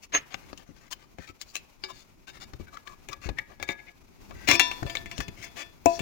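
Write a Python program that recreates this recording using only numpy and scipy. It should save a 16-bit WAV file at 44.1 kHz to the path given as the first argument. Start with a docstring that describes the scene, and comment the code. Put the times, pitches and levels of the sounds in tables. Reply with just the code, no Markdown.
"""A small quiet room with a vinyl floor, a microphone pair close to the work and favouring the left.
A bit clicks out of a plastic tool case and sings as it slides in its holder on a screwdriver; a vacuum
cleaner motor thumps on the floor as it is turned over. The blade scrapes along the rim of the
sheet-steel fan cover and prises it loose: the cover grates, snaps free and rings, is lifted off and
dropped flat. Hands rustle on the parts throughout, over a faint room rumble."""
import sys
import numpy as np
from scipy import signal
from scipy.fft import rfft, irfft, next_fast_len
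from scipy.io import wavfile
from scipy.ndimage import map_coordinates

SR = 44100
rng = np.random.default_rng(int(sys.argv[2]) if len(sys.argv) > 2 else 0)


def generate_wav(signal):
    """Clip the signal to [-1, 1] and save it as 16-bit WAV at the path in sys.argv[1]."""
    frames = np.transpose(np.atleast_2d(signal))
    scaled = np.clip(frames, -1, 1) * 32767
    pcm = np.round(scaled).astype(np.int16)
    wavfile.write(sys.argv[1], SR, pcm)


N = 265041

GRAB_S, LEVER_S, LOOSE_S, HELD_S, LANDING_S = 1.7, 2.55, 4.47, 4.8, 5.859
# the cover's modes on the motor: (frequency [Hz], t60 [s], side tapped [dB], rim levered [dB])
SEATED_MODES = [(371, 0.23, -20, -18.5), (550, 0.26, -34, -20.5), (703, 0.18, -34, -20),
                (840, 0.13, -17.5, -15.5), (918, 0.31, -29, -18.5), (1154, 0.075, -21, -37),
                (1230, 0.33, -35, -26), (1680, 0.38, -29, -16.5), (2008, 0.082, -35, -19),
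                (2130, 0.093, -27, -36), (2290, 0.16, -15.5, -7), (2500, 0.088, -33.5, -19),
                (2833, 0.056, -7.5, -42), (3640, 0.17, -27.5, -19), (3680, 0.084, -8, -26.5),
                (3970, 0.092, -26.5, -27.5), (4770, 0.081, -22.5, -46), (4800, 0.12, -16, -38),
                (5260, 0.1, -20, -35), (7100, 0.12, -24, -51)]
# its modes once free: (frequency [Hz], t60 [s], struck [dB], rubbed [dB], landing flat [dB], held [dB])
FREE_MODES = [(276.3, 0.28, -19, -23, -30, -25), (344.3, 0.56, -43, -23, -17.5, -21),
              (678, 0.57, -45, -21.5, -2.5, -18), (988.7, 0.44, -12, -13, -12.5, -17.5),
              (1767, 0.44, -14.5, -29, -36, -11), (1980, 0.12, -32, -36, -58, -26),
              (2315, 0.18, -5.5, -20, -30, -11.5), (2573, 0.33, -23, -16, -19, -13),
              (2550, 0.22, -13, -22.5, -46, -25), (2732, 0.29, -9.5, -16.5, -28.5, -18),
              (3440, 0.42, -9, -28, -45, -14.5), (3610, 0.38, -14.5, -23, -47, -33),
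              (3910, 0.4, -19, -33, -39.5, -40.5), (4200, 0.92, -30, -43.5, -48, -34),
              (4390, 0.45, -20, -28, -53, -32), (4420, 0.35, -18.5, -22, -51, -27),
              (4900, 0.92, -34.5, -44, -46, -26), (4810, 0.49, -26.5, -21.5, -45.5, -34),
              (5520, 0.26, -10, -25, -42.5, -45), (5480, 0.4, -30, -8.5, -42.5, -27),
              (6304, 0.32, -21, -45, -36.5, -46), (6430, 0.2, -30, -29, -32.5, -40),
              (7360, 0.5, -31, -49, -34, -45), (7980, 0.16, -28, -38, -31.5, -27),
              (9110, 0.23, -26.5, -58, -36, -40), (9880, 0.14, -15.5, -52, -49.5, -30),
              (10500, 0.15, -20.5, -37, -57, -49)]


def cover(struck, rubbed, side_db=9, rim_db=7, held_db=6, landing_db=-8):
    """The steel cover rings dully on its seat, freely once loose, less in the hand, low on landing."""
    blade_damping, hand_damping, floor_damping = 0.8, 0.64, 0.45  # factors on t60
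    stage = np.digitize(np.arange(N) / SR, [GRAB_S, LEVER_S, LOOSE_S, HELD_S])
    tapped, levered, loose, held = stage == np.arange(1, 5)[:, None]
    touched, landing = struck + rubbed, np.zeros(N)
    add(landing, LANDING_S, amp([landing_db]) ** 2)
    hz, t60, side, rim = np.transpose(SEATED_MODES)
    sound = ring(touched * tapped, zip(hz, side + side_db, t60), waver_db=3, drift=1)
    # the blade presses on the rim, damping and unsettling its modes
    sound += ring(touched * levered, zip(hz, rim + rim_db, t60 * blade_damping), waver_db=4, drift=1)
    hz, t60, strike, rub, flat, grip = np.transpose(FREE_MODES)
    sound += ring(struck * loose, zip(hz, strike, t60))
    sound += ring(rubbed * loose, zip(hz, rub, t60))
    sound += ring(touched * held, zip(hz, grip + held_db, t60 * hand_damping))
    return sound + ring(landing, zip(hz, flat, t60 * floor_damping), waver_db=0.5, drift=0.057)


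def ring(power, modes, waver_db=4.5, drift=0.26):
    """Each mode stores the power fed to it and lets it leak away, wavering in level and phase."""
    sound = np.zeros(N)
    fed = np.flatnonzero(power)
    span = slice(fed[0], fed[-1] + SR // 2)
    t = np.arange(len(power[span])) / SR
    for hz, db, t60 in modes:
        retained = amp(-120 / (t60 * SR))  # share of the energy left after one sample
        stored = signal.lfilter([1], [1, -retained], power[span] + 1e-20)
        phase = 2 * np.pi * (hz * t + rng.random()) + drift * wobble(39.4, len(t))
        gain = amp(db + waver_db * wobble(10.1, len(t)))
        sound[span] += np.sqrt(2 * stored) * gain * np.sin(phase)
    return sound


# surfaces that click and scrape: (resonance [dB], body [dB], edge [dB], feed to the cover's modes [dB])
CASE = (-1, -5, -11.5, -40)  # a bit against the plastic case
TOOL = (12.5, -6.5, 10.5, -17)  # small steel parts of the screwdriver
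HOUSING = (7, 12.5, -5.5, -20.5)  # a heavy, dull body
FACE = (20, -12, -7, -12)  # the blade flat against the cover
EDGE = (19, 9, 8, -14)  # the cover's thin edge
SHEET = (8, -2, 0, -13.5)  # a broad touch on sheet steel
GRATING = (16, 2.5, 3, -5.5)  # the cover dragged off its seat
FLAT = (27, 36.5, 25.5, -13.5)  # the cover slapping the floor
# hard contacts close to the microphones: (time [s], level [dB], t60 [s], pitch [Hz], surface)
CLICKS = [(0.149, -12.5, 0.022, 1700, CASE), (0.343, -22.5, 0.033, 6190, CASE),
          (0.53, -32, 0.027, 4530, HOUSING), (0.576, -40.5, 0.091, 3040, TOOL),
          (0.927, -26.5, .04, 2810, TOOL), (1.185, -36.5, 0.074, 2060, HOUSING),
          (1.414, -25.5, 0.029, 3940, TOOL), (1.555, -18, 0.014, 2600, TOOL),
          (1.565, -27.5, 0.074, 2640, TOOL), (1.838, -27, 0.074, 4770, FACE),
          (2.535, -31.5, 0.024, 1250, HOUSING), (2.771, -29, 0.017, 1270, FACE),
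          (2.874, -31, 0.037, 1190, FACE), (3.087, -32.5, 0.08, 2380, EDGE),
          (3.131, -21.5, 0.014, 1253, FACE), (3.29, -24.5, 0.0367, 2100, HOUSING),
          (3.386, -17, .022, 1915, FACE), (3.389, -21, 0.028, 2140, FACE),
          (3.599, -38.5, 0.13, 2130, HOUSING), (3.627, -24, 0.054, 2240, EDGE),
          (3.689, -27, 0.11, 2240, FACE), (4.309, -38, 0.099, 1080, HOUSING),
          (4.487, -6.5, 0.018, 2520, SHEET), (4.513, -8, 0.042, 2660, SHEET),
          (4.596, -7.5, 0.069, 2290, SHEET), (4.714, -24, 0.038, 2790, SHEET),
          (4.829, -24.5, 0.033, 1435, HOUSING), (4.865, -36, 0.17, 2440, HOUSING),
          (4.898, -31.5, 0.091, 3320, SHEET), (4.953, -21.5, 0.035, 2150, SHEET),
          (4.97, -20, 0.023, 3740, FACE), (5.059, -35, 0.074, 2070, EDGE),
          (5.114, -31.5, .078, 2520, SHEET), (5.18, -25, .031, 2595, EDGE),
          (5.204, -23, 0.048, 1710, SHEET), (5.282, -30.5, 0.031, 3100, SHEET),
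          (5.859, 2, 0.0027, 2324, FLAT), (5.993, -28, 0.088, 2500, EDGE)]


def clicks(crack_db=-3, crack_s=0.00082, settle_db=-2, chatter_db=3, graze_db=-17, graze_s=0.0087):
    """Steel grazes, cracks and chatters to rest. Returns the sound and the power fed to the cover."""
    sound, power = np.zeros(N), np.zeros(N)
    t = np.arange(-SR // 50, SR // 5) / SR
    crack = np.exp(-t[t >= 0] / crack_s)
    crack /= np.linalg.norm(crack)
    for s, db, t60, hz, (*colour, ring_db) in CLICKS:
        decay = amp(-60 * np.abs(t) / t60) * (t >= 0)
        strength = amp(db) * np.linalg.norm(decay)
        settle = decay * amp(chatter_db * wobble(500, len(t)))
        if s < LOOSE_S:  # a guided tool brushes the part just before it hits
            settle += amp(graze_db) * np.exp(-np.abs(t) / graze_s) * (t < 0)
        settle /= np.linalg.norm(settle)
        add(sound, s + t[0], strength * amp(settle_db) * contact(settle, hz, *colour))
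        # the first crack is over before the small modes build up
        add(sound, s, strength * amp(crack_db) * contact(crack, hz, *colour, ripple_db=2.5))
        add(power, s, amp([db + ring_db]) ** 2 * (t60 / 0.053) ** 3.87)  # longer chatter feeds more
    return sound, power


# sliding contacts, just as close: (start [s], length [s], level [dB], pitch [Hz], surface)
SCRAPES = [(0.021, 0.036, -45, 2460, TOOL), (0.121, 0.073, -27.5, 3000, CASE),
           (0.136, .041, -28.5, 1670, CASE), (0.304, 0.04, -43, 6540, CASE),
           (0.906, 0.033, -34, 1010, TOOL), (1.195, 0.072, -46.5, 2300, SHEET),
           (1.268, 0.045, -43, 2340, SHEET), (1.413, 0.025, -44, 3380, TOOL),
           (1.466, 0.064, -51.5, 4370, TOOL), (1.882, 0.039, -38.5, 1085, EDGE),
           (1.929, .11, -50.5, 4520, TOOL), (2.595, 0.028, -52.5, 1214, SHEET),
           (2.269, 0.04, -41.5, 2580, SHEET), (2.33, 0.06, -48, 1180, SHEET),
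           (2.4, 0.047, -40.5, 4420, SHEET), (2.663, 0.033, -49, 1470, FACE),
           (2.721, 0.042, -45, 1200, EDGE), (2.851, 0.1, -47, 1150, EDGE), (3.111, .034, -38.5, 1143, EDGE),
           (3.214, 0.069, -40, 2290, SHEET), (3.49, 0.055, -48.5, 1670, HOUSING),
           (3.673, 0.061, -35.5, 2220, SHEET), (3.781, 0.025, -43.5, 2150, FACE),
           (3.864, 0.038, -46, 2190, FACE), (4.338, .31, -45.5, 2000, SHEET),
           (4.473, 0.052, -15, 2250, GRATING), (4.507, 0.062, -19, 2390, GRATING),
           (4.943, .05, -41.5, 4000, SHEET), (5.148, 0.1, -43, 5700, SHEET),
           (5.363, 0.13, -44, 2160, SHEET), (5.426, 0.031, -36.5, 2170, TOOL),
           (5.558, 0.078, -34.5, 2430, SHEET), (5.884, .11, -39.5, 5340, TOOL)]


def scrapes(rough_db=2.5, swell=0.57, rub_db=8):
    """Strokes swell and fade as surfaces catch and slip. Returns the sound and the cover's power feed."""
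    sound, power = np.zeros(N), np.zeros(N)
    for s, length, db, hz, (*colour, ring_db) in SCRAPES:
        stroke = np.abs(np.sin(np.linspace(0, np.pi, int(length * SR)))) ** swell
        force = stroke * slips(rough_db, len(stroke))
        add(sound, s, amp(db) * contact(force, hz, *colour))
        add(power, s, amp(db + ring_db + rub_db) ** 2 * force ** 2 / np.sum(force ** 2))
    return sound, power


def slips(rough_db, size):
    """The uneven grip of sliding surfaces, as a gain of rms 1."""
    return unit(amp(rough_db * wobble(500, SR // 3)[:size]))


# colour of all contacts as heard through the microphone and recorder, with their dull, uneven treble
# above 7 kHz: (frequency [Hz], level [dB])
CONTACT_SPECTRUM = [(60, -28), (170, -16), (300, -3), (900, -1.5), (2000, -1), (4000, -6), (7000, -7.5),
                    (8300, -20.5), (10500, -21.5), (12500, -30), (15500, -17)]


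def contact(force, hz, resonance_db, body_db, edge_db, ripple_db=4, ripple_hz=130, size=16384):
    """Noise under a force envelope, coloured by the parts that touch; it keeps the envelope's energy."""
    f = np.fft.rfftfreq(size, 1 / SR)
    body = along([(600, body_db), (1800, 0)], f)
    edge = along([(2500, 0.0078), (7000, edge_db)], f)
    resonance = resonance_db / (1 + (np.log2((f + 1) / hz) / 0.18) ** 2)  # half-width 0.18 octave
    # every point of contact wakes its own mix of small, short-lived modes
    ripple = map_coordinates(rng.standard_normal(size // 10), [f / ripple_hz], order=2)
    ripple *= ripple_db * np.clip(f / 450 - 1, 0, 1)  # small parts have no low modes
    db = along(CONTACT_SPECTRUM, f) + body + edge + resonance + ripple
    cepstrum = irfft(np.log(amp(db)))[:size // 2]  # a causal filter: nothing sounds before the touch
    cepstrum[1:] *= 2
    noise = rng.standard_normal(size)[:len(force)]
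    sound = irfft(rfft(force * noise, size) * np.exp(rfft(cepstrum, size)))
    return sound * np.linalg.norm(force) / np.linalg.norm(sound)


# case, motor and cover bumping the vinyl floor: (time [s], level [dB], pitch [Hz])
THUMPS = [(0.146, -40, 130), (0.342, -37, 220), (0.528, -36, 275), (0.69, -31.5, 174), (1.189, -31.5, 154),
          (1.296, -36, 107), (2.534, -30.5, 122), (2.597, -23, 118), (3.099, -34, 122), (3.257, -20.5, 100),
          (3.286, -14, 122), (3.611, -35, 89), (3.69, -28.5, 326), (4.486, -17.5, 309), (4.532, -21.5, 128),
          (4.824, -17, 113), (4.85, -22, 130), (5.189, -20, 122), (5.28, -27.5, 163), (5.859, -16, 290),
          (6.004, -19, 150)]


def thumps(push_t60=0.048, settle_t60=0.11, attack_s=0.0011, rattle_db=-5, knock_db=-13, shell_hz=300):
    """A heavy part pushes the damped floor and settles with a dull rattle and a knock of its shell."""
    sound = np.zeros(N)
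    t = np.arange(SR // 5) / SR
    onset, decay = 1 - np.exp(-t / attack_s), amp(-60 * t / settle_t60)
    for s, db, hz in THUMPS:
        push = -np.sin(2 * np.pi * hz * t) * amp(-60 * t / push_t60)
        rattle = amp(rattle_db) * decay * band_noise(48, hz, len(t))
        knock = amp(knock_db) * decay * band_noise(shell_hz / np.sqrt(2), shell_hz * np.sqrt(2), len(t))
        add(sound, s, amp(db) * (push + rattle + knock) * onset)
    return sound


# the bit sliding in its holder: (start [s], length [s], level [dB], right microphone against left [dB])
BIT_SLIDES = [(0.127, 0.063, -26, 6), (0.164, 0.055, -55, 6), (0.324, 0.035, -47, -9)]


def singing_bit(hz=6460, drift=0.58):
    """Friction makes the steel bit sing on one slightly rough note."""
    left, right = np.zeros(N), np.zeros(N)
    for s, length, db, right_db in BIT_SLIDES:
        t = np.arange(int(length * SR)) / SR
        phase = 2 * np.pi * hz * t + drift * wobble(300, len(t))
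        note = amp(db) * np.hanning(len(t)) * unit(np.sin(phase))
        add(left, s, note)
        add(right, s, amp(right_db) * note)
    return np.array([left, right])


def fumbling(start_s=0.34, end_s=1, per_s=18, touch_s=0.078, level_db=-55, usual_hz=2840):
    """Fingers rummage among the bits in the case, each touch with its own strength and pitch."""
    sound = np.zeros(N)
    stroke = np.hanning(int(touch_s * SR))
    for k, (shift, softness, pitch) in enumerate(rng.standard_normal((40, 3))):
        s = start_s + (k + shift / 2) / per_s
        if s < end_s:
            force = stroke * slips(rough_db=4, size=len(stroke))
            hz = usual_hz * np.exp(0.19 * pitch)
            brush = contact(force, hz, resonance_db=5, body_db=6, edge_db=0, size=4096)
            add(sound, s, amp(level_db - 0.5 * softness) * brush)
    return sound


# the bed between contacts: (time [s], rumble level [dB], rustle level [dB])
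BED_LEVELS = [(0.0, -66.5, -74.5), (0.4, -59.5, -65.5), (0.77, -66, -73.5), (2.01, -66, -70.5),
              (2.28, -62, -73), (2.53, -62, -70), (2.84, -64.5, -68.5), (3.33, -59.5, -73),
              (4.05, -66, -70), (4.32, -55, -67.5), (4.67, -53.5, -57), (4.95, -54, -61), (5.31, -53, -65),
              (5.62, -64, -65), (5.89, -57.5, -68.5), (6.01, -56, -64.5)]
# room tone: (frequency [Hz], spectral density [dB])
RUMBLE_SPECTRUM = [(12, -26), (20, 2), (400, -12.5), (520, -43.5), (880, -120)]
# hands on the parts, near the microphones: (frequency [Hz], spectral density [dB])
RUSTLE_SPECTRUM = [(120, -18), (200, 0), (387, -3), (763, -3), (899, -2), (1560, -7.5), (1680, -11.5),
                   (2380, -4.5), (3070, -12), (6520, -12), (8580, -22.5), (15100, -17.5), (16000, -21.5)]


def rumble_and_rustle(contacts, rumble_db=7, rustle_db=10, linger_s=0.049, linger_db=-29.5, right_db=-4):
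    """The room rumbles; hands rustle softly on the parts and keep rubbing just after each contact."""
    times, rumble_levels, rustle_levels = np.transpose(BED_LEVELS)
    t = np.arange(N) / SR
    rumble = amp(np.interp(t, times, rumble_levels) + rumble_db)
    rumble = rumble * fluttering_noise(RUMBLE_SPECTRUM, per_s=27)
    leak = 1 / (linger_s * SR)
    lingering = amp(linger_db) * np.sqrt(signal.lfilter([leak], [1, leak - 1], contacts ** 2))
    handling = amp(np.interp(t, times, rustle_levels) + rustle_db)
    rustle = np.hypot(handling, lingering) * fluttering_noise(RUSTLE_SPECTRUM, per_s=60)
    return (rumble + rustle) * amp([[0], [right_db]])


# the small room's decay: (frequency [Hz], t60 [s])
ROOM_DECAY = [(150, 0.56), (2000, 0.58), (10000, 0.024)]


def reflections(work, near_db=-15, room_db=-26):
    """Floor and case scatter the sound briefly from close by; the walls add a longer tail."""
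    near = echo(work, [(200, 0.059), (8000, 0.004)])
    return amp(near_db) * near + amp(room_db) * echo(work, ROOM_DECAY)


def echo(x, decay):
    """A diffuse tail, its own at each microphone; decay lists (frequency [Hz], t60 [s])."""
    hz, t, noise = signal.stft(rng.standard_normal((2, SR // 2)), SR, nperseg=256)
    tail = signal.istft(noise * amp(-60 * t / along(decay, hz)[:, None]), SR, nperseg=256)[1]
    delayed = np.pad(x, (SR // 600, 0))
    return signal.fftconvolve(delayed[None], tail / np.linalg.norm(tail[0]), axes=1)[:, :N]


def fluttering_noise(spectrum, per_s, flutter_db=3):
    """Stereo noise of the given spectrum whose level flutters at random."""
    flutter = amp(flutter_db * wobble(per_s, N))
    return flutter * unit(filtered(rng.standard_normal((2, N)), lambda hz: amp(along(spectrum, hz))))


def band_noise(low_hz, high_hz, size):
    """Band-passed noise of rms 1."""
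    band = signal.butter(2, [low_hz, high_hz], "bandpass", fs=SR, output="sos")
    return unit(signal.sosfilt(band, rng.standard_normal(size)))


def amp(db):
    """Decibels to gain."""
    return 10 ** (np.asarray(db) / 20)


def unit(x):
    """x scaled to rms 1."""
    return x / np.sqrt(np.mean(x ** 2) + 1e-20)


def along(points, hz):
    """Interpolate (frequency [Hz], value) points on a log axis."""
    f, values = np.transpose(points)
    return np.interp(np.log(hz + 1), np.log(f), values)


def wobble(per_s, size):
    """A random curve with per_s knots a second."""
    at = np.arange(size) * per_s / SR
    knots = rng.standard_normal(int(at[-1]) + 2)
    return np.interp(at, np.arange(len(knots)), knots)


def filtered(x, response):
    """x through a frequency response."""
    size = next_fast_len(N + SR // 2)
    return irfft(rfft(x, size) * response(np.fft.rfftfreq(size, 1 / SR)), size)[..., :N]


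def add(track, s, x):
    """Mix x into the track from time s."""
    i = min(max(round(s * SR), 0), N)
    track[i:i + len(x)] += x[:N - i]


# direct sound at the shaded right microphone: (frequency [Hz], gain [dB])
RIGHT_SHADE = [(100, -18), (700, -14), (2400, -12), (5000, -29.5), (12000, -15.5)]
# the balance shifts with the place of the work: (time [s], right microphone gain [dB])
RIGHT_BALANCE = [(.16, 6), (.3, -10.5), (1.5, 0), (3.298, -5), (4.5, -1), (5.6, -1.5), (5.85, -6.5)]


def scene(right_lag_s=0.000461):
    """The close pair hears the work first and loudest on the left, with the room around it."""
    taps, struck = clicks()
    strokes, rubbed = scrapes()
    work = taps + strokes + thumps() + cover(struck, rubbed) + fumbling()
    shaded = filtered(work, lambda hz: amp(along(RIGHT_SHADE, hz))
                      * np.exp(-2j * np.pi * hz * right_lag_s))
    left, right = np.array([work, shaded]) + reflections(work)
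    balance = amp(np.interp(np.arange(N) / SR, *np.transpose(RIGHT_BALANCE)))
    return np.array([left, right * balance]) + singing_bit() + rumble_and_rustle(taps + strokes)


def record(dry):
    """The loudest peaks clip at full scale; nothing is kept above 16 kHz."""
    return filtered(np.clip(dry, -1, 1), lambda hz: hz < 16000)


dry = scene()
out = record(dry)
generate_wav(out)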